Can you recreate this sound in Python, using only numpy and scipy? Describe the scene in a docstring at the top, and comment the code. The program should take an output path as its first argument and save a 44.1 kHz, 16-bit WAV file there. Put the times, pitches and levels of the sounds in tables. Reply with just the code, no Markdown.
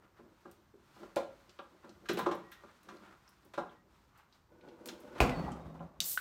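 """A refrigerator's low hum and hiss and someone's shuffling with a sheet of paper open a scene in a small kitchen;
soon bottles and cans knock on the plastic shelves. The door swings, thumps shut and shakes its load; then a soda
can cracks open and hisses. Struck bodies are sums of damped modes, with puffs of noise for scraping and rattling;
movement, friction and escaping gas are coloured noise under level curves. Each hit excites the kitchen's echo."""
import sys
import numpy as np
from scipy import signal
from scipy.fft import rfft, irfft, next_fast_len
from scipy.io import wavfile
from scipy.ndimage import map_coordinates

SR = 44100
rng = np.random.default_rng(int(sys.argv[2]) if len(sys.argv) > 2 else 0)


def log_audio(samples):
    """Write samples as a 16-bit WAV file to the path given in sys.argv[1]."""
    # one column per channel
    frames = np.atleast_2d(samples).T
    # limit to full scale, then quantise
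    limited = np.clip(frames, -1, 1)
    pcm = np.round(limited * 32767).astype(np.int16)
    wavfile.write(sys.argv[1], SR, pcm)


def magnitude_from_level(level_db):
    """Linear magnitude for a level in decibels (20 dB per decade)."""
    exponent = np.asarray(level_db, float) / 20
    return 10 ** exponent


N = 273464
T = np.arange(SR * 3 // 5) / SR  # clock of a single hit [s]
SLOW = np.arange(0, N / SR, .001)  # clock of the level curves [s]

# refrigerator and room floor, spectral density: pitch_hz [Hz], level_db [dB per Hz]
FLOOR_SPECTRUM = [(15, -48), (25, -3.5), (58, 4.5), (102, 2), (376, -8.5), (665, -13.5), (972, -9),
                  (1420, -13.5), (2650, -27), (5820, -27), (10300, -36), (15000, -29), (16300, -60)]
FLOOR_DB = -70
# decay of the kitchen's echo: pitch_hz [Hz], t60_s [s]
KITCHEN_DECAY = [(100, 0.78), (400, 0.35), (1500, 0.38), (4000, 0.32), (12000, 0.27)]
# rustle of the paper, showing how busy the hands are: time_s [s], level_db [dB]
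RUSTLE = [(0, -96), (.28, -83), (.43, -74), (.72, -83.5), (1.0, -67), (1.15, -76.5), (1.4, -72), (2, -77.5),
          (2.76, -73.5), (2.95, -71), (3.1, -78.5), (3.3, -74.5), (3.47, -77), (3.85, -87), (3.95, -74),
          (4.1, -81), (4.27, -89), (4.35, -73), (4.48, -87.5), (5.02, -70), (5.19, -74)]
FOOT_OVER_RUSTLE_DB, CLOTH_OVER_RUSTLE_DB = -3.5, 1.5  # steady shuffle and cloth
# footfalls: crest_s [s], level_db [dB], rise_s [s]
FOOTFALLS = [(.04, -68.5, 0.11), (.25, -58.5, 0.056), (.56, -72.5, 0.076), (1.04, -55, 0.087),
             (1.5, -68.5, 0.14), (1.75, -62.5, 0.038), (1.9, -59.5, 0.14), (2.05, -60, 0.037),
             (2.68, -64, 0.1), (2.93, -53.5, 0.076), (3.0, -60, 0.043), (3.08, -61, 0.069),
             (3.455, -63, 0.025), (3.86, -67, 0.033)]
# brushes of cloth: crest_s [s], level_db [dB], rise_s [s]
CLOTH_BRUSHES = [(.05, -67.5, 0.1), (.18, -65, 0.038), (1.1, -68, 0.12), (1.85, -63.5, 0.058),
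                 (2.7, -66, 0.69), (2.95, -73, 0.21), (3.05, -59.5, 0.055), (3.12, -61, 0.15),
                 (3.28, -68.5, 0.068), (3.72, -64, 0.11), (4.189, -62.5, 0.071), (5.185, -51.5, 0.07)]
RISE_DB = 15  # climb of a swell within its rise time
STEP_FALL_DB_PER_S, BRUSH_FALL_DB_PER_S = 145, 163
FOOT_LUMPS_DB, GRIT_DB = 2.2, 3.3  # uneven shuffle; small taps inside rubbing and rattling
# resonances of foot on floor, then of cloth: pitch_hz [Hz], width_hz [Hz], level_db [dB]
FOOT_RESONANCES = [(201, 30, 4), (336, 60, 4.5), (573, 140, -6)]
CLOTH_RESONANCES = [(1050, 670, 2.5), (1390, 120, -3), (2300, 1500, -20)]
# spectral density of paper: pitch_hz [Hz], level_db [dB per Hz]
PAPER_SPECTRUM = [(880, -17.5), (1500, -9.5), (2250, -13), (4120, -14.5), (13400, -27.5), (16000, -30.5)]
# knocks on the shelves: start_s [s], level_db [dB], centre_hz [Hz], scrape_db [dB over the ring],
# spread_semitones [semitones]
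SHELF_KNOCKS = [(0.193, -48, 336, -34, 10), (0.453, -40.5, 340, -25, 14.5), (0.739, -51, 340, -38, 4.5),
                (0.962, -50, 607, -20, 10), (1.028, -40.5, 406, -16.5, 17), (1.165, -19.5, 550, -18, 6.3),
                (1.589, -35.5, 670, -31, 17), (1.84, -43, 300, -25, 17), (2.056, -45.5, 1490, -6.5, 6.5),
                (2.087, -33, 1800, 5, 17), (2.096, -25.5, 338, -26, 6.4), (2.134, -35.5, 179, -12, 6.7),
                (2.171, -28, 388, -6.5, 8.5), (2.189, -24.5, 770, -12, 17), (2.223, -38.5, 180, -29, 2.5),
                (2.261, -22.5, 994, -18.5, 3.2), (2.266, -21.5, 440, -28, 5.3), (2.312, -25, 466, -15, 11),
                (2.517, -50.5, 1720, 4.5, 6.4), (2.633, -44.5, 388, -17, 13), (2.886, -41, 1520, -7, 17),
                (2.907, -49.5, 1060, -30, 2.4), (3.536, -42.5, 700, -2.5, 8), (3.577, -23, 510, -20, 12.3),
                (4.787, -52.5, 603, -27, 9.1), (4.886, -40, 323, -8.5, 17), (5.151, -41, 500, -14, 8.5),
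                (5.478, -35, 836, -37, 2.6), (5.747, -50, 690, -32, 4.8), (5.802, -39.5, 690, -33, 4.7)]
# modes of shelves and door bins: pitch_hz [Hz], level_db [dB], t60_s [s]
SHELF_MODES = [(184.2, -6, 0.17), (238.4, -4, 0.13), (352.2, 0, 0.09), (395.6, -0.5, 0.061),
               (560, 1.5, 0.059), (734, -1, 0.048), (821, 5, 0.033), (1021, 4, 0.054),
               (1198.5, 12.5, 0.022), (1383, 3, 0.074), (1600, 7, 0.039)]
RATTLE_WIDTH_HZ = 90  # how loosely a rattling load follows the shelf modes
# spectral density of scraping: pitch_hz [Hz], level_db [dB per Hz]
SCRAPE_SPECTRUM = [(880, -43), (1500, -2.5), (3030, -8), (3380, -8), (4200, -8.5), (4590, -16),
                   (5490, -14.5), (16000, -34.5)]
# bright ticks of paper and can: start_s [s], level_db [dB], centre_hz [Hz], spread_octaves [octaves]
BRIGHT_TICKS = [(0.513, -53, 6900, 2), (1.16, -36, 1600, 1.9), (1.494, -51.5, 3750, 0.61),
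                (1.59, -44, 2630, 0.48), (1.893, -54, 4260, 0.59), (2.133, -45, 13500, .4),
                (2.189, -42, 13000, 0.4), (2.35, -55, 12000, 0.38), (2.516, -51.5, 12100, 0.27),
                (2.831, -59, 8150, 1.2), (2.97, -60, 4500, 0.13), (3.278, -57, 5330, 0.18),
                (3.29, -59, 11000, 0.51), (3.4494, -60, 13500, 0.68), (3.694, -58.5, 3310, 0.16),
                (4.1757, -59.5, 12000, 1), (4.3257, -55, 4420, 0.24), (4.6102, -58, 2700, 0.64),
                (4.6867, -53.5, 2900, 0.62), (4.858, -38.5, 6940, 2.1), (4.874, -43, 6000, 1.7),
                (4.887, -35.5, 3430, 0.73), (5.003, -55.5, 10800, 0.77), (5.209, -39, 13000, 0.28),
                (5.519, -50.5, 6000, 0.46), (5.518, -51.5, 3100, 0.037), (5.636, -62, 2250, .1),
                (5.794, -62, 2800, 0.26)]
# glass bottles and cans set ringing: start_s [s], level_db [dB], pitch_hz [Hz]
GLASS_RINGS = [(2.43, -72, 1907), (2.517, -65.5, 1880), (3.75, -74, 1900), (4.328, -81, 4470),
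               (5.31, -54, 1998), (5.333, -63, 4440), (5.41, -63, 1923), (5.6, -77, 3730),
               (5.655, -76, 3716)]
# a split mode of glass: ratio [multiple of the pitch], level_db [dB], t60_s [s]
SPLIT_MODE = [(1, 7, 0.31), (1.021, -5.5, 0.17)]
# hinge and bins rubbing in jerks: grip_s [s], level_db [dB], held_s [s]
HINGE_JERKS = [(4.525, -59.5, 0.062), (4.64, -55.5, 0.077), (4.792, -55.5, .27), (5.08, -51.5, 0.046),
               (5.16, -51.5, 0.046)]
JERK_RISE_S, JERK_FALL_DB_PER_S = 0.026, 168
# resonances of the swinging door and bins: pitch_hz [Hz], width_hz [Hz], level_db [dB]
SWING_RESONANCES = [(238, 154, -3), (340, 45, 3.5), (495, 17, 5.5), (591, 23, 1), (893, 96, -7.5),
                    (1470, 25, -7)]
# the door meets its frame, first the seal's edge, then the blow and its bounces:
# start_s [s], thump_db [dB], slap_db [dB], magnet_strip_click_db [dB]
DOOR_CONTACTS = [(5.183, -49, -39, -64.5), (5.2034, -20, -15, -15), (5.213, -19.5, -21, -38),
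                 (5.295, -34, -32, -30.5)]
# modes of the door panel: pitch_hz [Hz], level_db [dB], t60_s [s]
PANEL_MODES = [(143, 4.5, 0.13), (249, 9.5, 0.047), (328, 4.5, 0.081), (487, -4, 0.26), (693, 7, 0.067),
               (827, -2, 0.061), (1002, 2.5, 0.06)]
# spectral density of the seal's slap: pitch_hz [Hz], level_db [dB per Hz]
SLAP_SPECTRUM = [(180, -44), (300, -7.5), (713, -3.5), (1610, -13), (1900, -22), (2520, -19), (3950, -22.5),
                 (16000, -42.5)]
# modes of the steel edge: pitch_hz [Hz], level_db [dB], t60_s [s]
EDGE_MODES = [(2380, 3, 0.0087), (2510, -1, 0.013), (7760, -0.5, 0.0017)]
# air squeezed in the cabinet: pitch_hz [Hz], level_db [dB], t60_s [s]
CABINET_AIR_MODES = [(54, 2, 0.2), (65, 1, 0.19)]
BOOM_DB = -20
# the cabinet rocks after the blow, groaning: crest_s [s], level_db [dB]
CABINET_ROCKS = [(5.26, -36.5), (5.4, -38.5), (5.45, -39.5), (5.51, -42), (5.56, -46), (5.665, -42.5),
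                 (5.755, -52.5), (5.811, -46), (5.98, -53.5)]
ROCK_RISE_S, ROCK_FALL_DB_PER_S, ROCK_SHAKE_DB = 0.038, 155, -18
RATTLE_S, RATTLE_DB, RATTLE_FALL_DB_PER_S = 5.273, -40, 39  # crest of the load's rattle, and its decay
# resonances of the groan, then of the rattling load: pitch_hz [Hz], width_hz [Hz], level_db [dB]
GROAN_RESONANCES = [(65.6, 14, -3.5), (161.8, 16.3, 6.5), (242, 89, -6.5)]
RATTLE_RESONANCES = [(359, 43, -1), (565, 170, -0.5), (830, 300, -8), (1176, 134, -7.5)]
# cracks of the can's seal: start_s [s], level_db [dB]
SEAL_CRACKS = [(6.0038, -16.5), (6.0097, -27), (6.013, -39), (6.018, -34), (6.0263, -41)]
# modes of the can's lid: pitch_hz [Hz], level_db [dB], t60_s [s]
LID_MODES = [(3050, 5, 0.012), (3740, 17.5, 0.0053), (4470, 6, 0.0088), (6000, 5.5, 0.011),
             (8900, -4, 0.014), (11700, -17, 0.01), (14300, -9, 0.0087)]
# pop of the tab: start_s [s], level_db [dB]
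TAB_POPS = [(6.175, -20.5)]
# modes of the tab: pitch_hz [Hz], level_db [dB], t60_s [s]
TAB_MODES = [(1494, 6, 0.02), (2900, -8.5, 0.012)]
# stages of escaping gas: full_flow_s [s], level_db [dB], rise_s [s], held_s [s], fall_db_per_s [dB per s]
GAS_SPURT = (6.008, -40.5, .004, .014, 400)
GAS_RUSH = (6.04, -48, .03, .095, 250)
GAS_HISS = (6.058, -38, .03, .07, 230)
# spectral density of the gas jet: pitch_hz [Hz], level_db [dB per Hz]
GAS_SPECTRUM = [(700, -15.5), (2380, -14), (4040, -4), (7690, 4), (9600, 1), (11200, 5.5), (12600, -2),
                (14200, 8), (15600, 0), (16300, -46)]
# dip of the microphone's port: centre_hz [Hz], width_hz [Hz], depth [0-1]
PORT_DIP = (10500, 350, .6)


def unit(x):
    """Normalisation by energy: scales to rms 1."""
    return x / np.sqrt(np.mean(x ** 2) + 1e-20)


def peak(x):
    """Normalisation by crest: scales to peak 1."""
    return x / (np.abs(x).max() + 1e-20)


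def along(points, hz):
    """Logarithmic pitch scale: interpolates (Hz, value) points along it."""
    point_hz, value = np.transpose(points)
    return np.interp(np.log(hz + 1), np.log(point_hz + 1), value)


def colour(spectrum):
    """Spectral envelope: gain of frequency from (Hz, dB) points."""
    return lambda hz: magnitude_from_level(along(spectrum, hz))


def through(resonances):
    """Resonance: gain of frequency as a sum of peaks with steep skirts."""
    def gain(hz):
        total = 0
        for centre_hz, width_hz, db in resonances:
            detuning = (centre_hz * centre_hz - hz * hz) / (hz + 1) / width_hz
            total = total + magnitude_from_level(db) / (1 + detuning ** 2) ** 0.68
        return total
    return gain


def wobble(rate):
    """Slow fluctuation: a smooth random curve with rate knots a second."""
    knots = rng.standard_normal(int(N * rate / SR) + 4)
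    return map_coordinates(knots, [np.arange(N) * rate / SR])


def noise(gain, size=N, grit_db=0):
    """Filtered noise of rms 1; grit makes a few of its grains stand out as taps."""
    m = next_fast_len(size)
    grain_db = grit_db * np.minimum(rng.exponential(size=m), 6)
    grains = rng.standard_normal(m) * magnitude_from_level(grain_db)
    coloured = irfft(rfft(grains) * gain(np.fft.rfftfreq(m, 1 / SR)), m)
    return unit(coloured[:size])


def lumpy(db, gain, rate, depth_db, grit_db=0):
    """Amplitude modulation: coloured noise under a level curve, in uneven lumps."""
    level_db = np.interp(np.arange(N) / SR, SLOW, db) + depth_db * wobble(rate)
    return magnitude_from_level(level_db) * noise(gain, grit_db=grit_db)


def swell(crest_s, db, rise_s, held_s, fall_db_per_s):
    """Exponential growth and decay: a level in dB that climbs to a crest, holds and falls."""
    t = SLOW - crest_s
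    climb_db = RISE_DB * np.minimum(t / rise_s, 0)
    fall_db = fall_db_per_s * np.maximum(t - held_s, 0)
    return np.maximum(db + climb_db - fall_db, -140)


def summed(levels_db):
    """Incoherent addition: the powers of several levels summed, in dB."""
    return 10 * np.log10(sum(10 ** (db / 10) for db in levels_db))


def onset(contact_s):
    """Finite contact time: a hit's force sets in exponentially."""
    return 1 - np.exp(-T / contact_s)


def ring(modes, contact_s, scatter_db, weight=lambda hz: 1):
    """Modal synthesis: damped sines at new strengths, rising over the contact time; peak 1."""
    hz, db, t60_s = np.transpose(modes)[..., None]
    strength = magnitude_from_level(db + scatter_db * rng.standard_normal(hz.shape)) * weight(hz)
    damped = strength * magnitude_from_level(-60 * T / t60_s) * np.sin(2 * np.pi * hz * T)
    return peak(damped.sum(0) * onset(contact_s))


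def burst(gain, t60_s):
    """Impulsive friction: a puff of coloured noise that dies by 60 dB in t60_s."""
    return noise(gain, size=len(T)) * magnitude_from_level(-60 * T / t60_s) / 2


def add(out, start_s, sound, room_db):
    """Reverberation: lays in a sound with its own draw of decaying, frequency-dependent echo."""
    hz, t, z = signal.stft(rng.standard_normal(len(T)), SR, nperseg=256)
    decay = magnitude_from_level(-60 * t / along(KITCHEN_DECAY, hz)[:, None])
    tail = signal.istft(z * decay, SR, nperseg=256)[1][:len(T)]
    tail = tail * np.clip(T / 0.0023, 0, 1)  # walls answer after a short path, so the echo fades in
    echo = signal.fftconvolve(sound, tail / np.linalg.norm(tail))[:len(T)]
    out[round(start_s * SR):][:len(T)] += sound + magnitude_from_level(room_db) * echo


def refrigerator_floor():
    """Stationary noise: the refrigerator's hum and hiss as slowly wavering coloured noise."""
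    return magnitude_from_level(FLOOR_DB + 1.7 * wobble(4.75)) * noise(colour(FLOOR_SPECTRUM))


def person():
    """Friction noise: feet, cloth and paper, each swelling with movement."""
    time_s, rustle_db = np.transpose(RUSTLE)
    paper_db = np.interp(SLOW, time_s, rustle_db, -120, -120)
    steps = [swell(*row, 0, STEP_FALL_DB_PER_S) for row in FOOTFALLS]
    brushes = [swell(*row, 0, BRUSH_FALL_DB_PER_S) for row in CLOTH_BRUSHES]
    foot_db = summed([paper_db + FOOT_OVER_RUSTLE_DB] + steps)
    cloth_db = summed([paper_db + CLOTH_OVER_RUSTLE_DB] + brushes)
    feet = lumpy(foot_db, through(FOOT_RESONANCES), 40, FOOT_LUMPS_DB, GRIT_DB)
    cloth = lumpy(cloth_db, through(CLOTH_RESONANCES), 45, 0.72, GRIT_DB)
    paper = lumpy(paper_db, colour(PAPER_SPECTRUM), 60, 0.91)
    return feet + cloth + paper


def knocks(out):
    """Impact excitation: a blow favours shelf modes near its centre, rattles the load and scrapes."""
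    shelf = through([(hz, RATTLE_WIDTH_HZ, db) for hz, db, t60_s in SHELF_MODES])
    for start_s, db, centre_hz, scrape_db, spread_semitones in SHELF_KNOCKS:
        def near(hz):
            distance = 12 * np.log2(hz / centre_hz + 1e-9)
            return 1 / (1 + (distance / spread_semitones) ** 2)

        def rattle_gain(hz):
            return near(hz) * shelf(hz) / (1 + (hz / 1700) ** 4) / (1 + (150 / (hz + 1)) ** 4)

        contact_s = 0.00093 * magnitude_from_level(-.35 * db)  # gentle blows stay in touch longer
        modes = ring(SHELF_MODES, contact_s, 1.5, near)
        rattle = 0.64 * burst(rattle_gain, 0.13) * onset(contact_s)
        scrape = magnitude_from_level(scrape_db) * burst(colour(SCRAPE_SPECTRUM), 0.12) * onset(0.0011)
        add(out, start_s, magnitude_from_level(db) * (modes + rattle + scrape), room_db=-4.0)


def ticks(out):
    """Sudden buckling: paper creases and can dents, each a snap and a longer puff round a centre."""
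    for start_s, db, centre_hz, spread_octaves in BRIGHT_TICKS:
        def band(hz):
            return np.exp(-.5 * (np.log2(hz / centre_hz + 1e-9) / spread_octaves) ** 2)

        snap = burst(band, 0.026)
        puff = 0.6 * burst(band, 0.092)
        add(out, start_s, magnitude_from_level(db) * (snap + puff), room_db=-7.0)


def glass(out):
    """Mode splitting: bottles and cans ring in pairs of close pitches that beat."""
    for start_s, db, pitch_hz in GLASS_RINGS:
        modes = np.multiply(SPLIT_MODE, [pitch_hz, 1, 1])
        add(out, start_s, magnitude_from_level(db) * ring(modes, 0.0024, 3.7), room_db=5.0)


def door_swing():
    """Stick and slip: hinge and bins rub in jerks through the door's resonances."""
    rub_db = summed([swell(grip_s, db, JERK_RISE_S, held_s, JERK_FALL_DB_PER_S)
                     for grip_s, db, held_s in HINGE_JERKS])
    return lumpy(rub_db, through(SWING_RESONANCES), 60, 2.2, GRIT_DB)


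def door_shut(out):
    """Collision: the seal slaps, the steel edge clicks, the panel thumps and the cabinet air booms."""
    for start_s, thump_db, slap_db, click_db in DOOR_CONTACTS:
        thump = magnitude_from_level(thump_db) * ring(PANEL_MODES, 0.00069, 2.8)
        slap = magnitude_from_level(slap_db) * burst(colour(SLAP_SPECTRUM), 0.07)
        click = magnitude_from_level(click_db) * ring(EDGE_MODES, 0.000061, 1.3)
        add(out, start_s, thump + slap, room_db=-2.5)
        add(out, start_s, click, room_db=-5)
    boom_s = DOOR_CONTACTS[1][0] + 0.0031  # just after the main blow
    add(out, boom_s, -magnitude_from_level(BOOM_DB) * ring(CABINET_AIR_MODES, 0.0037, 0), room_db=-14.0)


def cabinet_settling():
    """Rocking after a blow: the cabinet groans, and its load rattles and dies away."""
    groan_db = summed([swell(crest_s, db, ROCK_RISE_S, 0, ROCK_FALL_DB_PER_S) for crest_s, db in CABINET_ROCKS])
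    load_db = swell(RATTLE_S, RATTLE_DB, ROCK_RISE_S, 0, RATTLE_FALL_DB_PER_S)
    rattle_db = summed([groan_db + ROCK_SHAKE_DB, load_db])  # each rock shakes the load again
    groan = lumpy(groan_db, through(GROAN_RESONANCES), 35, 0.95)
    return groan + lumpy(rattle_db, through(RATTLE_RESONANCES), 60, 2.2, GRIT_DB)


def can(out):
    """Fracture: the lid tears in a few ringing cracks, then the tab pops."""
    for start_s, db in SEAL_CRACKS:
        puff = 0.28 * burst(colour(GAS_SPECTRUM), 0.018)
        add(out, start_s, magnitude_from_level(db) * (ring(LID_MODES, 0.00043, 2.9) + puff), room_db=-12.5)
    for start_s, db in TAB_POPS:
        scrape = 0.14 * burst(colour(SCRAPE_SPECTRUM), 0.11)
        add(out, start_s, magnitude_from_level(db) * (ring(TAB_MODES, 0.00041, 0) + scrape), room_db=-11.5)


def gas():
    """Jet turbulence: a spurt and low rush, then a high hiss, with uneven spits of foam."""
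    def low_gain(hz):
        return colour(GAS_SPECTRUM)(hz) / (1 + (hz / 7000) ** 6)

    def high_gain(hz):
        return colour(GAS_SPECTRUM)(hz) - low_gain(hz)

    spurt_db = swell(*GAS_SPURT)
    low = lumpy(summed([spurt_db, swell(*GAS_RUSH)]), low_gain, 400, 0.92)
    high = lumpy(summed([spurt_db - 18, swell(*GAS_HISS)]), high_gain, 400, 1.1)
    opened = np.arange(N) / SR > SEAL_CRACKS[0][0]
    return (low + high) * opened


def scene():
    """Superposition: hits in the kitchen over movement, gas and the refrigerator."""
    hits = np.zeros(N + SR)
    for source in (knocks, ticks, glass, door_shut, can):
        source(hits)
    movement = person() + door_swing() + cabinet_settling()
    return (refrigerator_floor() + movement + hits[:N] + gas())[None]


def roll_off(x):
    """The treble ends steeply here."""
    return signal.sosfilt(signal.butter(12, 16100, fs=SR, output="sos"), x)


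def record(dry):
    """Microphone response: drops the deepest bass, and its port has a narrow dip in the treble."""
    hz = np.fft.rfftfreq(N, 1 / SR)
    centre_hz, width_hz, depth = PORT_DIP
    s = 1j * hz / 32  # bass corner at 32 Hz
    bass_cut = (s * s * s / (s + 1) / (s * s + s + 1)) ** 2
    port = 1 - depth / (1 + ((hz - centre_hz) / width_hz) ** 2)
    mix = irfft(rfft(dry) * port * bass_cut, N)
    return roll_off(mix)


dry = scene()
out = record(dry)
log_audio(out)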